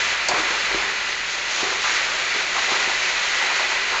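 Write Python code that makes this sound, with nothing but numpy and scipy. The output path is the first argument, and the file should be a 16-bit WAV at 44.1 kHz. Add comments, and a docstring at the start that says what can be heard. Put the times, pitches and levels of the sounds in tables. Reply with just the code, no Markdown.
"""An electric power trowel polishes concrete in a hard-walled workshop, a few metres from a mono microphone.
From the start, grit crushed under the spinning steel roars over a low drive hum. At 0.3 s one stone snaps,
and high spots in the floor begin to knock and rattle the pan. The roar eases around 1.3 s, rasps on rough
patches and builds again, with more knocks and rattles, while the hum sinks slowly to the end."""
import sys
import numpy as np
from scipy import signal
from scipy.fft import rfft, irfft
from scipy.io import wavfile
from scipy.ndimage import map_coordinates

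SR = 44100
rng = np.random.default_rng(int(sys.argv[2]) if len(sys.argv) > 2 else 0)


def dump(signal):
    """Clip the signal to [-1, 1] and save it as 16-bit WAV at the path in sys.argv[1]."""
    limited = np.clip(np.atleast_2d(signal).T, -1, 1)
    pcm = np.round(limited * 32767).astype(np.int16)
    wavfile.write(sys.argv[1], SR, pcm)


N = 176400
TIME = np.arange(N) / SR
GRIT_PER_S, SAND_PER_S, RATTLES_PER_S = 12000, 14000, 1200


def undb(db):
    """Decibels to gain."""
    return 10 ** (np.asarray(db) / 20)


def unit(x):
    """Scale to rms 1."""
    return x / np.sqrt(np.mean(x ** 2))


def curve(table, column):
    """One column of a table, joined by straight lines in time."""
    rows = np.array(table)
    return np.interp(TIME, rows[:, 0], rows[:, column])


def colour(x, outline):
    """Filter by a (frequency [Hz], level [dB]) outline; rms 1."""
    hz, db = np.array(outline).T
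    f = np.fft.rfftfreq(N, 1 / SR) + 1
    gain = undb(np.interp(np.log(f), np.log(hz), db))
    return unit(irfft(rfft(x) * gain, N))


def wander(per_s):
    """Smooth random drift; rms 1."""
    return unit(map_coordinates(rng.standard_normal(2048), [TIME * per_s], order=3, mode="mirror"))


def grains(per_s, spread_db):
    """Random tiny impacts, mostly weak with a few strong ones."""
    hit = rng.random(N) < per_s / SR
    size = undb(spread_db * np.minimum(rng.exponential(size=N), 6))
    return unit(hit * size * np.sign(rng.standard_normal(N)))


def burst(start, length, attack_s, release_s):
    """An envelope that rises, holds and dies away."""
    age = TIME - start
    return np.clip(age / attack_s, 0, 1) * np.exp(-np.maximum(age - length, 0) / release_s)


def ring(x, modes):
    """A bank of resonances with unit power gain."""
    f = np.fft.rfftfreq(2 * N, 1 / SR) + 1
    response = sum(undb(db) / (1 + 1j * (f / hz - hz / f) * hz / width) for hz, width, db in modes)
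    response /= np.sqrt(np.mean(abs(response) ** 2))
    return irfft(rfft(x, 2 * N) * response)[:N]


def workshop(x, wet_db=-5, t60_s=.85, gap_s=.006, change_hz=.2966):
    """The microphone hears direct sound and the walls' echo, whose pattern shifts as the machine moves."""
    t = TIME[:SR]
    tails = rng.standard_normal((2, SR)) * np.exp(-np.log(1000) * t / t60_s) * (t > gap_s)
    primed = np.concatenate([x[-SR:], x])  # the room is already sounding at the start
    here, there = (signal.fftconvolve(primed, tail / np.linalg.norm(tail))[SR:SR + N] for tail in tails)
    angle = 2 * np.pi * change_hz * TIME
    echo = here * np.cos(angle) + there * np.sin(angle)
    return (x + undb(wet_db) * echo) / np.hypot(1, undb(wet_db))


# Spectrum of the room tone (frequency [Hz], relative level [dB])
RUMBLE_SPECTRUM = [(10, -1.5), (25, -6.5), (60, 1), (100, -8.5), (170, 1), (280, -3), (500, -2),
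                   (2000, -38)]

def room_tone():
    """The workshop's steady low rumble, all around the microphone."""
    return undb(-51) * colour(rng.standard_normal(N), RUMBLE_SPECTRUM)


# Course of the drive's hum (time [s], pitch [Hz], level [dB])
DRIVE_HUM = [(0, 40, -61), (.3, 42.1, -51), (.45, 41.4, -52.5), (.58, 44.7, -55), (.73, 42.76, -48),
             (1.02, 42.8, -58), (1.33, 41.4, -53), (1.55, 40.3, -57), (1.78, 40.8, -56.5),
             (2.1, 40.3, -53.5), (2.45, 37.4, -59), (3.0, 35.9, -56), (4, 33.1, -56)]

def drive(waver_db=2.2, octave_fade_db_per_s=4.5):
    """The electric drive hums low and wavers; its octave fades away."""
    phase = 2 * np.pi * np.cumsum(curve(DRIVE_HUM, 1)) / SR
    tone_db = curve(DRIVE_HUM, 2) + waver_db * wander(per_s=13)
    octave_db = -57.5 - octave_fade_db_per_s * TIME + waver_db * wander(per_s=6)
    return np.sqrt(2) * (np.sin(phase) * undb(tone_db) + np.sin(2 * phase) * undb(octave_db))


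# Spectrum of the snapping stone (frequency [Hz], relative level [dB])
SNAP_SPECTRUM = [(1000, -25), (3000, -14), (4100, -7), (4560, 1), (5100, -6), (6200, -5), (7400, -5),
                 (8200, -14)]

def stone(start_s=.2848, decay_s=.0088):
    """A stone snaps against the steel: a bright crack of a few milliseconds."""
    envelope = np.exp(-np.maximum(TIME - start_s, 0) / decay_s) * (TIME > start_s)
    crack = undb(-13.5) * envelope * colour(rng.standard_normal(N), SNAP_SPECTRUM)
    return workshop(crack, wet_db=-6.5)


# Modes of the steel pan (frequency [Hz], width [Hz], relative level [dB])
PAN_MODES = [(335, 14, -11), (368, 22, -4), (393, 8, 7), (417, 7, 4), (468, 12, -3), (495, 22, -3),
             (582, 8, 2), (607, 11, 0), (640, 25, -4), (755, 30, -2), (924, 30, 0)]

def pan(force):
    """The steel pan rings when it is struck or rubbed."""
    return ring(force, PAN_MODES)


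# Hollow knocks of the pan (time [s], peak level before the room [dB])
PAN_KNOCKS = [(.335, -19), (.505, -24), (.745, -17), (1.63, -18), (2.36, -25), (2.72, -19), (2.875, -25)]

def knocks(contact_s=.0026):
    """The pan drops back on the floor: a soft blow that rings mostly its lowest modes."""
    force = np.sin(np.pi * TIME / contact_s) ** 2 * (TIME < contact_s)
    knock = pan(force)
    knock /= np.max(abs(knock))
    return workshop(sum(undb(db) * np.interp(TIME - at, TIME, knock, left=0) for at, db in PAN_KNOCKS))


# Spectrum of the pan's boom (frequency [Hz], relative level [dB])
BOOM_SPECTRUM = [(60, -30), (180, -10), (260, -7), (305, -14), (380, 5.5), (437, -8), (490, 12),
                 (600, -9.5), (900, 2), (2000, -25.5)]
# Spectrum of its clatter (frequency [multiple of the centre], relative level [dB])
CLATTER_SPECTRUM = [(.1, -26), (.25, -28), (.5, -11), (.75, -3), (1, 0), (1.25, -3), (1.7, -11), (2.6, -19),
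                    (5, -60)]
# High spots (time [s], length [s], relative boom level [dB], clatter level [dB], clatter centre [Hz])
HIGH_SPOTS = [(0.281, 0.04, -28, -22.5, 850), (0.338, 0.06, -28.5, -26.5, 1200),
              (0.475, 0.06, -36, -33.5, 1100), (0.696, 0.035, -33, -28, 1250), (0.77, 0.056, -39, -32, 950),
              (1.565, 0.094, -35, -30.5, 950), (1.714, 0.018, -34, -30, 950),
              (1.835, 0.035, -42, -23, 1350), (1.9, 0.08, -48, -27, 1600), (2.066, 0.1, -39, -37, 1100),
              (2.334, 0.11, -37, -37, 1100), (2.542, .04, -40, -26, 1000), (2.68, 0.075, -32, -28, 950),
              (2.876, .04, -42, -32, 950), (3.405, 0.025, -40, -28, 900), (3.496, 0.027, -37, -29.5, 950),
              (3.59, 0.02, -35, -28, 950), (3.702, 0.022, -35.5, -29, 1100), (3.919, .04, -39, -26, 1150)]

def bumps(spread_db=2):
    """Each high spot in the floor sets off a short burst of rattling: the pan booms and clatters."""
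    boom_gain, clatter = 0, 0
    for start, length, boom_db, clatter_db, centre_hz in HIGH_SPOTS:
        push = burst(start, length, attack_s=.006, release_s=.03)
        boom_gain = np.hypot(boom_gain, push * undb(boom_db))  # overlapping booms add in power
        spectrum = [(ratio * centre_hz, db) for ratio, db in CLATTER_SPECTRUM]
        rattle = colour(grains(RATTLES_PER_S, spread_db), spectrum)
        clatter += push * undb(clatter_db) * rattle
    taps = grains(RATTLES_PER_S, spread_db)
    thuds = colour(grains(RATTLES_PER_S, spread_db), BOOM_SPECTRUM)
    boom = undb(-3) * pan(taps * boom_gain) + undb(-8.5) * boom_gain * thuds
    return workshop(boom + clatter)


# Spectrum of a rasp (frequency [Hz], relative level [dB])
RASP_SPECTRUM = [(1200, -29.5), (2400, -8), (3600, 1), (4600, -0.5), (5700, -1), (7000, -1), (8100, -22)]
# Rough patches in the concrete (time [s], length [s], level [dB])
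ROUGH_PATCHES = [(.37, .03, -31), (1.285, .06, -34), (1.485, .13, -29), (1.805, .17, -29.5),
                 (2.385, .04, -33), (2.58, .05, -31.5), (2.69, .13, -32), (3.54, .03, -32),
                 (3.675, .03, -32)]

def rasps():
    """The steel bites into a rough patch: a sudden bright rasp."""
    pressure = sum(undb(db) * burst(start, length, attack_s=.015, release_s=.018)
                   for start, length, db in ROUGH_PATCHES)
    return workshop(pressure * colour(grains(SAND_PER_S, spread_db=2.4), RASP_SPECTRUM))


# Broad modes of the steel edges (frequency [Hz], width [Hz], relative level [dB])
EDGE_MODES = [(1450, 130, -9), (1985, 105, 3.5), (2230, 130, -7), (2400, 110, -8), (3634, 40, -14),
              (3980, 150, -8)]

def steel_edges(rub, wander_db=1.6):
    """The scraping edges ring, each mode drifting in level on its own."""
    return unit(sum(undb(db + wander_db * wander(per_s=12)) * ring(rub, [(hz, width, 0)])
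                    for hz, width, db in EDGE_MODES))


# Spectrum of the crushed grit (frequency [Hz], relative level [dB])
ROAR_SPECTRUM = [(100, -32.5), (290, -29.5), (375, -13), (437, -16.5), (500, -11.5), (690, -10.5),
                 (900, -8), (1200, -6), (1450, -3), (1800, -2.5), (2400, -1.5), (2750, -4.5), (3250, -12),
                 (4000, -10), (4500, -10.5), (5200, -20.5), (8000, -51.5)]
# Spectrum of the fine sand (frequency [Hz], relative level [dB])
HISS_SPECTRUM = [(1500, -19.5), (2800, 5), (3500, 6.5), (3750, 3), (4000, 6.5), (4450, 3.5), (4900, 0),
                 (5500, 1), (6000, 0.5), (6370, 4.5), (6600, 0), (6900, 4), (7300, -5), (7650, -6),
                 (8100, -42)]
# The scrape from a few metres (time [s], roar level [dB], relative hiss level [dB], edge level [dB])
SCRAPE_LEVELS = [(0, -23.3, -32, -30), (.1, -23.9, -34, -30), (.2, -25, -38, -30.5), (.27, -25, -37.5, -30),
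                 (.44, -23.3, -35.5, -28), (.57, -23.8, -33.7, -29.5), (.69, -24.8, -35.3, -29.5),
                 (.82, -24.5, -35.7, -29.5), (.96, -26.3, -36.5, -33), (1.08, -26.3, -36.7, -31.5),
                 (1.24, -27.8, -38.5, -35), (1.34, -28, -37, -35), (1.45, -27.2, -37, -32),
                 (1.56, -26.8, -36, -33), (1.65, -25.5, -35, -31.5), (1.78, -26.7, -36, -32),
                 (1.94, -23.7, -34.5, -28.5), (2.12, -25, -35, -31.5), (2.31, -25, -34.3, -29.5),
                 (2.4, -25.6, -35.3, -32), (2.53, -25.7, -35.3, -30.5), (2.7, -23.6, -33, -29.5),
                 (2.95, -23.6, -32.8, -28.5), (3.2, -23.8, -33.3, -27.5), (3.45, -23.3, -33.8, -26.7),
                 (3.66, -23.6, -34.8, -27.5), (3.82, -24.1, -36.3, -28), (4, -24, -37.3, -28)]

def scrape(flutter_db=.4, surge_db=.6):
    """Grit roars and rings the steel, fine sand hisses; uneven contact makes them flutter and surge."""
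    flutter = undb(flutter_db * wander(per_s=28))
    surge = undb(surge_db * wander(per_s=22))
    grit = grains(GRIT_PER_S, spread_db=2.3) * flutter
    rub = grains(GRIT_PER_S, spread_db=2.3)
    edges = steel_edges(rub)
    sand = grains(SAND_PER_S, spread_db=2.4) * flutter
    roar = colour(grit, ROAR_SPECTRUM) + undb(-20) * pan(rub)
    hiss = undb(5) * colour(sand, HISS_SPECTRUM)
    return (workshop(roar) * undb(curve(SCRAPE_LEVELS, 1))
            + workshop(hiss) * undb(curve(SCRAPE_LEVELS, 2)) * surge
            + workshop(edges) * undb(curve(SCRAPE_LEVELS, 3)))


def scene():
    """The trowel over the room tone at one microphone, the same in both channels."""
    mono = scrape() + rasps() + bumps() + knocks() + stone() + drive() + room_tone()
    return np.array([mono, mono])


def record(dry):
    """The recorder rolls the treble off at 7750 Hz, then cuts it steeply at 8100 Hz."""
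    roll_off = signal.butter(24, 7750, fs=SR, output="sos")
    steep_cut = signal.ellip(10, .2, 80, 8100, fs=SR, output="sos")
    return signal.sosfilt(steep_cut, signal.sosfilt(roll_off, dry))


dry = scene()
out = record(dry)
dump(out)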